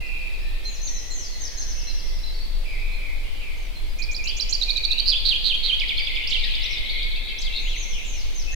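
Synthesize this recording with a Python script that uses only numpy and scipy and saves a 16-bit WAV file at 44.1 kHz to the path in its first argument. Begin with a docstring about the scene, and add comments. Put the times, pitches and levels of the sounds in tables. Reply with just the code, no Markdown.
"""A near finch sings one falling, trilled song on the right, at the edge of a meadow.
A second finch answers from the left; a tit, a piping bird and a far thrush sing around them.
Every voice is a gliding whistle that the trees scatter and echo. Beneath lie a distant
chorus, the hush of open land and a low rumble of moving air."""
import sys
import numpy as np
from scipy import signal
from scipy.fft import rfft, irfft
from scipy.io import wavfile
from scipy.ndimage import uniform_filter1d

SR = 44100
rng = np.random.default_rng(int(sys.argv[2]) if len(sys.argv) > 2 else 0)


def store_wav(level_fs):
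    """Save 16-bit WAV to argv[1]."""
    pcm = np.round(np.clip(np.atleast_2d(level_fs), -1, 1) * 32767)
    wavfile.write(sys.argv[1], SR, pcm.T.astype(np.int16))


N = 377055
TIME = np.arange(N) / SR

# The flourish both finches sing. Each row: seconds from its anchor, pitch in Hz, level in dB.
FINCH_FLOURISH = [(-.029, 3910, 9), (-.021, 5400, -10.5), (-.006, 5600, -22), (.002, 8000, -21),
                  (.008, 4600, -4), (.025, 2750, -6.5), (.040, 4300, -5), (.048, 3300, -3.5),
                  (.075, 2550, 0)]


def undb(db):
    """Decibels to gain."""
    return 10 ** (np.asarray(db) / 20)


def sides(pan_db):
    """Left and right gains for a left-minus-right level."""
    return undb(np.array([[pan_db], [-pan_db]]) / 2)


def add(track, start, sound):
    """Mix a sound into a track at a time in seconds."""
    i = int(round(start * SR))
    lo, hi = max(i, 0), min(i + len(sound), N)
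    if hi > lo:
        track[lo:hi] += sound[lo - i:hi - i]


def drift(rate):
    """A random wander that turns about rate times a second."""
    return np.interp(TIME * rate, np.arange(N // 16), rng.standard_normal(N // 16))


def noise(spectrum, likeness, band_hz):
    """Coloured stereo noise, rms 1 inside a band; likeness pairs Hz with the share both sides hear."""
    hz = np.maximum(np.arange(N // 2 + 1) * SR / N, 1)
    points_hz, points_db = np.transpose(spectrum)
    gain = undb(np.interp(np.log(hz), np.log(points_hz), points_db))
    gain /= np.sqrt(np.mean(gain ** 2 * ((hz > band_hz[0]) & (hz < band_hz[1]))))
    share = np.interp(hz, *np.transpose(likeness))
    common, *apart = rfft(rng.standard_normal((3, N)))
    return irfft(gain * (np.sqrt(share) * common + np.sqrt(1 - share) * np.array(apart)), N)


def land(level_db=-51, sway_db=.25):
    """The even hush of open country, wider in the highs than in the lows."""
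    # The colour of the hush. Each row: frequency in Hz, relative density in dB.
    colour = [(59, -25), (100, -7), (153, -6.5), (477, -5), (1430, -15), (1760, -12.5), (2220, -7),
              (2580, -29), (2990, -11), (4100, -9.5), (4560, -10.5), (6120, -21.5), (13700, -25),
              (15500, -35)]
    hush = noise(colour, likeness=[(100, .45), (300, .6), (700, .25), (1500, .15)], band_hz=(200, 1200))
    return hush * undb(level_db + sway_db * drift(1.7)) * sides(-1)


def breeze(level_db=-26, gust_db=.34, gusts_per_s=1.63):
    """Slow eddies rumble on each microphone almost separately and swell in light gusts."""
    # The colour of the rumble. Each row: frequency in Hz, relative density in dB.
    colour = [(8, -4), (16, 1.5), (24, 6), (32, -4), (45, -13), (90, -29.5), (140, -39.5), (300, -58.5)]
    eddies = noise(colour, likeness=[(20, .1), (100, .2)], band_hz=(15, 70))
    return eddies * undb(level_db - gust_db * drift(gusts_per_s)) * sides(.1)


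def syrinx(hz, gain, waver=.0078, flutter_db=3.5, hiss=.044, second_db=-35, third_db=-39):
    """A nearly pure, unsteady whistle with faint overtones and a faint band of hiss around its pitch."""
    i = np.arange(len(hz))
    wobble, flutter, fast_noise = (np.interp(i / step, np.arange(4096), rng.standard_normal(4096))
                                   for step in (128, 128, 9))
    phase = 2 * np.pi * np.cumsum(hz * (1 + waver * wobble)) / SR
    overtones = undb(second_db) * np.sin(2 * phase) + undb(third_db) * np.sin(3 * phase) * (hz < SR / 6)
    return (np.sin(phase) + overtones) * gain * undb(flutter_db * flutter) * (1 + hiss * fast_noise)


def notes(rows, taper=.25, throb=0., **voice):
    """Whistles arched through three pitches; in a buzz the pitch swings and the level throbs with it."""
    track = np.zeros(N)
    for start, length, first_hz, middle_hz, last_hz, db, *vibrato in rows:
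        swing_hz, swings_per_s = vibrato or (0, 0)
        t = np.arange(int(length * SR)) / SR
        arch = np.polyval(np.polyfit([0, .5, 1], [first_hz, middle_hz, last_hz], 2), t / length)
        cycle = 2 * np.pi * swings_per_s * t
        gain = undb(db) * signal.windows.tukey(len(t), taper) * (1 + throb * np.cos(cycle))
        add(track, start, syrinx(arch + swing_hz * np.sin(cycle), gain, **voice))
    return track


def trill(start_s, period_s, count, db, sharp=0, settle=1, slowing_s=0):
    """Rows of seconds, dB and pitch factor: the level ramps, a sharp start settles, the pace may slow."""
    k = np.arange(count)
    times = start_s + period_s * k + slowing_s * k * (k - 1) / 2
    return np.column_stack([times, np.linspace(*db, count), 1 + sharp * np.exp(-k / settle)])


def syllables(shape, rows):
    """One learned gesture, sung at each row of seconds, dB and optional pitch factor."""
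    s, hz, db = np.transpose(shape)
    t = np.arange(s[0], s[-1], 1 / SR)
    pitch = uniform_filter1d(np.interp(t, s, hz), size=90)
    gain = undb(np.interp(t, s, db)) * signal.windows.tukey(len(t), .12)
    track = np.zeros(N)
    for anchor, level_db, *factor in rows:
        add(track, anchor + s[0], syrinx(pitch * np.prod(factor), gain * undb(level_db)))
    return track


def perch(song, pan_db, direct_db, near_db, wood_db, t60=1.3, build_s=.0025, scatter_s=.025):
    """A song arrives directly, scattered by nearby leaves and trunks, and as the wood's long echo."""
    t = TIME[:2 * SR]
    scatter, echo = rng.standard_normal((2, 2, len(t)))
    scatter = scatter * np.abs(scatter) * np.exp(-t / scatter_s) * (t > .002)
    echo = echo * (1 - np.exp(-t / build_s)) * undb(-60 * t / t60)
    scatter, echo = (r / np.linalg.norm(r, axis=1, keepdims=True) for r in (scatter, echo))
    response = undb(near_db) * sides(pan_db / 2) * scatter + undb(wood_db) * sides(1.1) * echo
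    reflected = signal.fftconvolve(song[None], response, axes=1)[:, :N]
    return undb(direct_db) * sides(pan_db) * song + reflected


def chorus(count=800, low_hz=2100, high_hz=4200, glide=.2, spread_db=3, level_db=-49.5, swell_db=18.5):
    """Far chirps melt into a murmur that swells once, in answer to the near finch."""
    chirps = []
    for when, length, pitch, *chances in rng.random((count, 6)):
        hz = low_hz * (high_hz / low_hz) ** pitch
        bend_in, bend_out, strength = 2 * np.array(chances) - 1
        arch_hz = hz * (1 + glide * bend_in), hz, hz * (1 + glide * bend_out)
        chirps.append((when * N / SR, .029 + .0635 * length, *arch_hz, spread_db * strength))
    murmur = perch(notes(chirps), pan_db=2, direct_db=-10, near_db=-5, wood_db=0)
    start_s, attack_s, hold_s, release_s = 5.33, .85, 1.13, 1.4
    swell = np.interp(TIME, np.cumsum([start_s, attack_s, hold_s, release_s]), [0, 1, 1, 0])
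    return murmur / murmur.std() * undb(level_db + swell_db * swell)


def twitters(count=30, hz=4400, spread_hz=700, length_s=.069, glide_hz=350, db=-53):
    """Now and then a faint high note carries over from a far bird."""
    rows = []
    for when, pitch, slope in rng.random((count, 3)):
        middle = hz + spread_hz * (2 * pitch - 1)
        fall = glide_hz * (2 * slope - 1)
        rows.append((when * N / SR, length_s, middle + fall, middle, middle - fall, db))
    return perch(notes(rows), pan_db=0, direct_db=-4, near_db=-3, wood_db=-2)


def thrush(warble_depth=.061, swings_per_s=42):
    """Low fluting, warbling and hooting from deep in the wood, mostly echo."""
    # Fluted and warbled notes. Each row: start and length in seconds, first and last Hz, level in dB.
    fluted = [(0, 0.094, 2076, 1970, -41.5), (.370, 0.22, 1775, 1832, -47.5), (.850, .61, 1916, 2056, -50),
              (1.730, 0.3, 2680, 2737, -47.5), (1.980, .23, 2104, 2020, -49.5),
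              (7.000, .35, 1760, 1650, -54), (7.130, 0.244, 2173, 2127, -40),
              (8.460, 0.073, 2575, 2648, -35), (8.522, 0.052, 1630, 2280, -33)]
    warbled = [(0, .29, 2617, 2480, -33.5), (1.403, .28, 1809, 1642, -47.5), (2.644, 0.14, 2550, 2134, -34),
               (2.770, .22, 2450, 2350, -36.5), (3.000, .13, 2423, 2130, -36),
               (3.230, 0.2, 2940, 3000, -43.5), (3.399, .15, 2610, 2142, -37.5),
               (4.237, .092, 2520, 3554, -27.5), (4.874, 0.16, 2410, 3230, -31),
               (6.402, 0.074, 2377, 1733, -35.5), (7.920, .089, 3290, 2320, -34.5)]
    # One hoot. Each row: seconds from its start, pitch in Hz, level in dB.
    hoot = [(0, 2380, -3), (.020, 2475, 1), (.052, 2260, -3)]
    # Runs of hoots. Each row: start and period in seconds, number of hoots.
    hoot_runs = [(3.983, .095, 3), (4.664, .085, 2)]
    flutes = [(s, length, first, (first + last) / 2, last, db) for s, length, first, last, db in fluted]
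    warbles = [(s, length, first, (first + last) / 2, last, db, warble_depth * first, swings_per_s)
               for s, length, first, last, db in warbled]
    hoots = sum(syllables(hoot, trill(*run, db=(-28.5, -30.5))) for run in hoot_runs)
    song = notes(flutes, taper=.18) + hoots + notes(warbles, taper=.049, throb=.18)
    return perch(song, pan_db=1, direct_db=-10, near_db=-2.5, wood_db=-2, t60=2.77)


def rival_finch(swing_hz=345, swings_per_s=140):
    """From the left: faint ticks, loose buzzes and whistles, and a late, slowing trill and flourish."""
    # Two syllables. Each row: seconds from the anchor, pitch in Hz, level in dB.
    tick = [(0, 5230, -8), (.016, 4800, -5), (.033, 4200, 4)]
    flick = [(-.056, 4500, -12), (-.043, 3850, -3), (-.030, 3400, -11), (-.022, 3000, -22),
             (-.012, 3250, -3), (-.003, 3700, 1), (.002, 4750, -5), (.010, 3300, -8)]
    # Loose notes. 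Each row: start and length in seconds, first, middle and last Hz, level in dB.
    buzz_notes = [(0.869, 0.017, 4900, 4200, 3670, -33.5), (6.675, 0.11, 5380, 5350, 4540, -39.5),
                  (7.513, .115, 3300, 4005, 3600, -28.5)]
    whistles = [(2.650, 0.12, 4960, 4890, 4730, -52.5), (3.555, 0.13, 6100, 6410, 5220, -58.5),
                (5.970, 0.036, 4290, 4410, 5250, -30), (6.020, 0.033, 4660, 4680, 4900, -30.5),
                (6.620, 0.026, 4660, 5160, 5900, -39), (7.645, .13, 2100, 3373, 1690, -35.5)]
    ticks = trill(start_s=.06, period_s=.13, count=4, db=(-47, -51))
    flicks = trill(start_s=6.448, period_s=.1055, count=8, db=(-25.5, -29.5),
                   sharp=.09, settle=4.07, slowing_s=.0054)
    buzzes = [(*row, swing_hz, swings_per_s) for row in buzz_notes]
    song = syllables(tick, ticks) + syllables(flick, flicks)
    song += syllables(FINCH_FLOURISH, [(7.412, -29, 1.15)])
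    song += notes(buzzes, taper=.7, throb=.41) + notes(whistles, taper=.17, waver=.018)
    return perch(song, pan_db=3, direct_db=0, near_db=-4, wood_db=-4)


def tit(trill_hz=5350, end_hz=4450, bend_hz_per_s2=390000, again_s=6.945, again_db=-4, trim_db=-2.5):
    """Thin arches and a slide run into a sinking trill and a level note; the song restarts, softer."""
    # The opening arches. Each row: crest in seconds, crest in Hz, rise and fall in seconds, level in dB.
    opening = [(0.701, 6800, .075, 0.087, -41), (.848, 6486, .045, 0.057, -30),
               (.940, 6170, .012, 0.06, -32.5), (1.408, 6370, .018, 0.084, -32)]
    # The long downward slide. Each row: seconds from its start, pitch in Hz, level in dB.
    slide = [(0, 8200, -2), (.017, 6854, -7), (.060, 6365, -1), (.122, 5650, -1.5), (.150, 4900, -2),
             (.195, 4050, -9)]
    run = trill(start_s=1.575, period_s=.093, count=8, db=(-29.5, -43.5), sharp=.2, settle=4.5)
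    trill_arches = [(s, trill_hz * factor, .014, .061, db) for s, db, factor in run]
    arches = []
    for crest, hz, rise, fall, db in opening + trill_arches:
        from_crest_s = np.array([rise, (fall - rise) / 2, fall])
        arch_hz = hz - bend_hz_per_s2 * from_crest_s ** 2
        arches.append((crest - rise, rise + fall, *arch_hz, db))
    hooks = [(s + .034, .026, 5500, 4950, 4300, -39) for s, _, _ in run]  # each trill note hooks down
    last_note = [(2.31, .165, end_hz, end_hz, end_hz, -39)]
    phrase = notes(last_note + arches + hooks, taper=.37, waver=.0127) + syllables(slide, [(1.1, -29.5)])
    song = phrase.copy()
    add(song, again_s, phrase * undb(again_db))
    return perch(song, pan_db=3, direct_db=-6, near_db=-2, wood_db=-1) * undb(trim_db)


def piper():
    """A bird pipes short, level whistles at uneven intervals."""
    # One pipe. Each row: seconds from its anchor, pitch in Hz, level in dB.
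    pipe = [(-.024, 3920, -32), (-.006, 4194, 3), (.015, 4208, 0), (.035, 4150, -3), (.055, 3970, -16)]
    # The calls. Each row: anchor in seconds, level in dB, pitch factor.
    calls = [(0.659, -31.5, 0.99), (.958, -41, 0.96), (1.115, -38.5, 0.99), (1.326, -39, 1.01),
             (1.585, -37.5, 1), (1.880, -36, .99), (2.246, -34.5, .97), (2.935, -44, 0.99),
             (3.765, -44, 0.99)]
    return perch(syllables(pipe, calls), pan_db=-2, direct_db=-3, near_db=-5, wood_db=-3, t60=1.2)


def near_finch():
    """Four trills, each lower than the last, and a closing flourish; the high notes beam to the right."""
    # One syllable for each trill. Each row: seconds from the anchor, pitch in Hz, level in dB.
    peak = [(-.016, 3900, -5), (-.010, 4400, -0.5), (-.004, 5136, -4.5), (0, 6140, -17), (.004, 5100, -3.5),
            (.010, 4570, -3), (.020, 4710, -11)]
    dip = [(-.018, 4345, -19), (-.010, 3950, 4.5), (-.003, 3850, 2.5), (0, 3150, -17), (.003, 4160, 6),
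           (.007, 4680, 0.5), (.012, 4264, 2.5), (.017, 4450, -30)]
    scoop = [(-.032, 3935, 0), (-.024, 3252, 3), (-.009, 2885, 3.5), (0, 2338, -5), (.007, 3050, -3),
             (.023, 3275, 4.5), (.032, 3320, -11)]
    slur = [(-.002, 3744, -2), (.003, 3375, -1), (.010, 2622, -11), (.018, 2307, -11), (.032, 2230, -13),
            (.039, 1813, -29)]
    peaks = trill(start_s=4.034, period_s=.1267, count=5, db=(-29.5, -17))
    dips = trill(start_s=4.628, period_s=.0732, count=6, db=(-21.5, -21.5))
    scoop_rhythm = dict(start_s=5.146, period_s=.1905, count=4)
    scoops = trill(**scoop_rhythm, db=(-24.5, -23.5), sharp=.085, settle=.612)
    slurs = trill(start_s=5.804, period_s=.0893, count=5, db=(-16, -22.5))
    # A high lisp leads into each peak, a downward snap splits each dip,
    # a buzz leads into each scoop and an upward flick starts each slur.
    lisps = [(s - .051, .029, 5800, 6500, 7000, db - 15.5, 620, 210) for s, db, _ in peaks]
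    snaps = [(s - .004, .007, 7400, 4600, 2600, db - 17) for s, db, _ in dips]
    buzz_hz, swing_hz, swings_per_s = np.array([3800, 4180, 3850]), 355, 185
    buzzes = [(s - .098, .0785, *(factor * buzz_hz), db, swing_hz, swings_per_s)
              for s, db, factor in trill(**scoop_rhythm, db=(-18.5, -22.5), sharp=.1, settle=.488)]
    flicks = [(s - .012, .009, 3400, 4400, 5300, db - 17) for s, db, _ in slurs]
    high = syllables(peak, peaks) + syllables(dip, dips) + notes(lisps + snaps, taper=.36, throb=.34)
    high += notes(buzzes, taper=.7, throb=.54, waver=.017, hiss=.081)
    low = syllables(scoop, scoops) + syllables(slur, slurs)
    low += syllables(FINCH_FLOURISH, [(6.299, -22)]) + notes(flicks)
    return (perch(high, pan_db=-13.5, direct_db=-1.5, near_db=-6, wood_db=-5.5, t60=1.5)
            + perch(low, pan_db=-8, direct_db=1, near_db=-.5, wood_db=1, t60=1.5))


def scene():
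    """All the birds over the hush and the breeze."""
    birds = near_finch() + rival_finch() + tit() + piper() + thrush() + chorus() + twitters()
    return birds + land() + breeze()


def record(dry, top_hz=15750):
    """The sound fades in and out within a few milliseconds; a steep low-pass cuts the top."""
    fade = signal.windows.tukey(N, .002)
    return signal.sosfilt(signal.ellip(10, .1, 80, top_hz, fs=SR, output="sos"), dry * fade)


dry = scene()
out = record(dry)
store_wav(out)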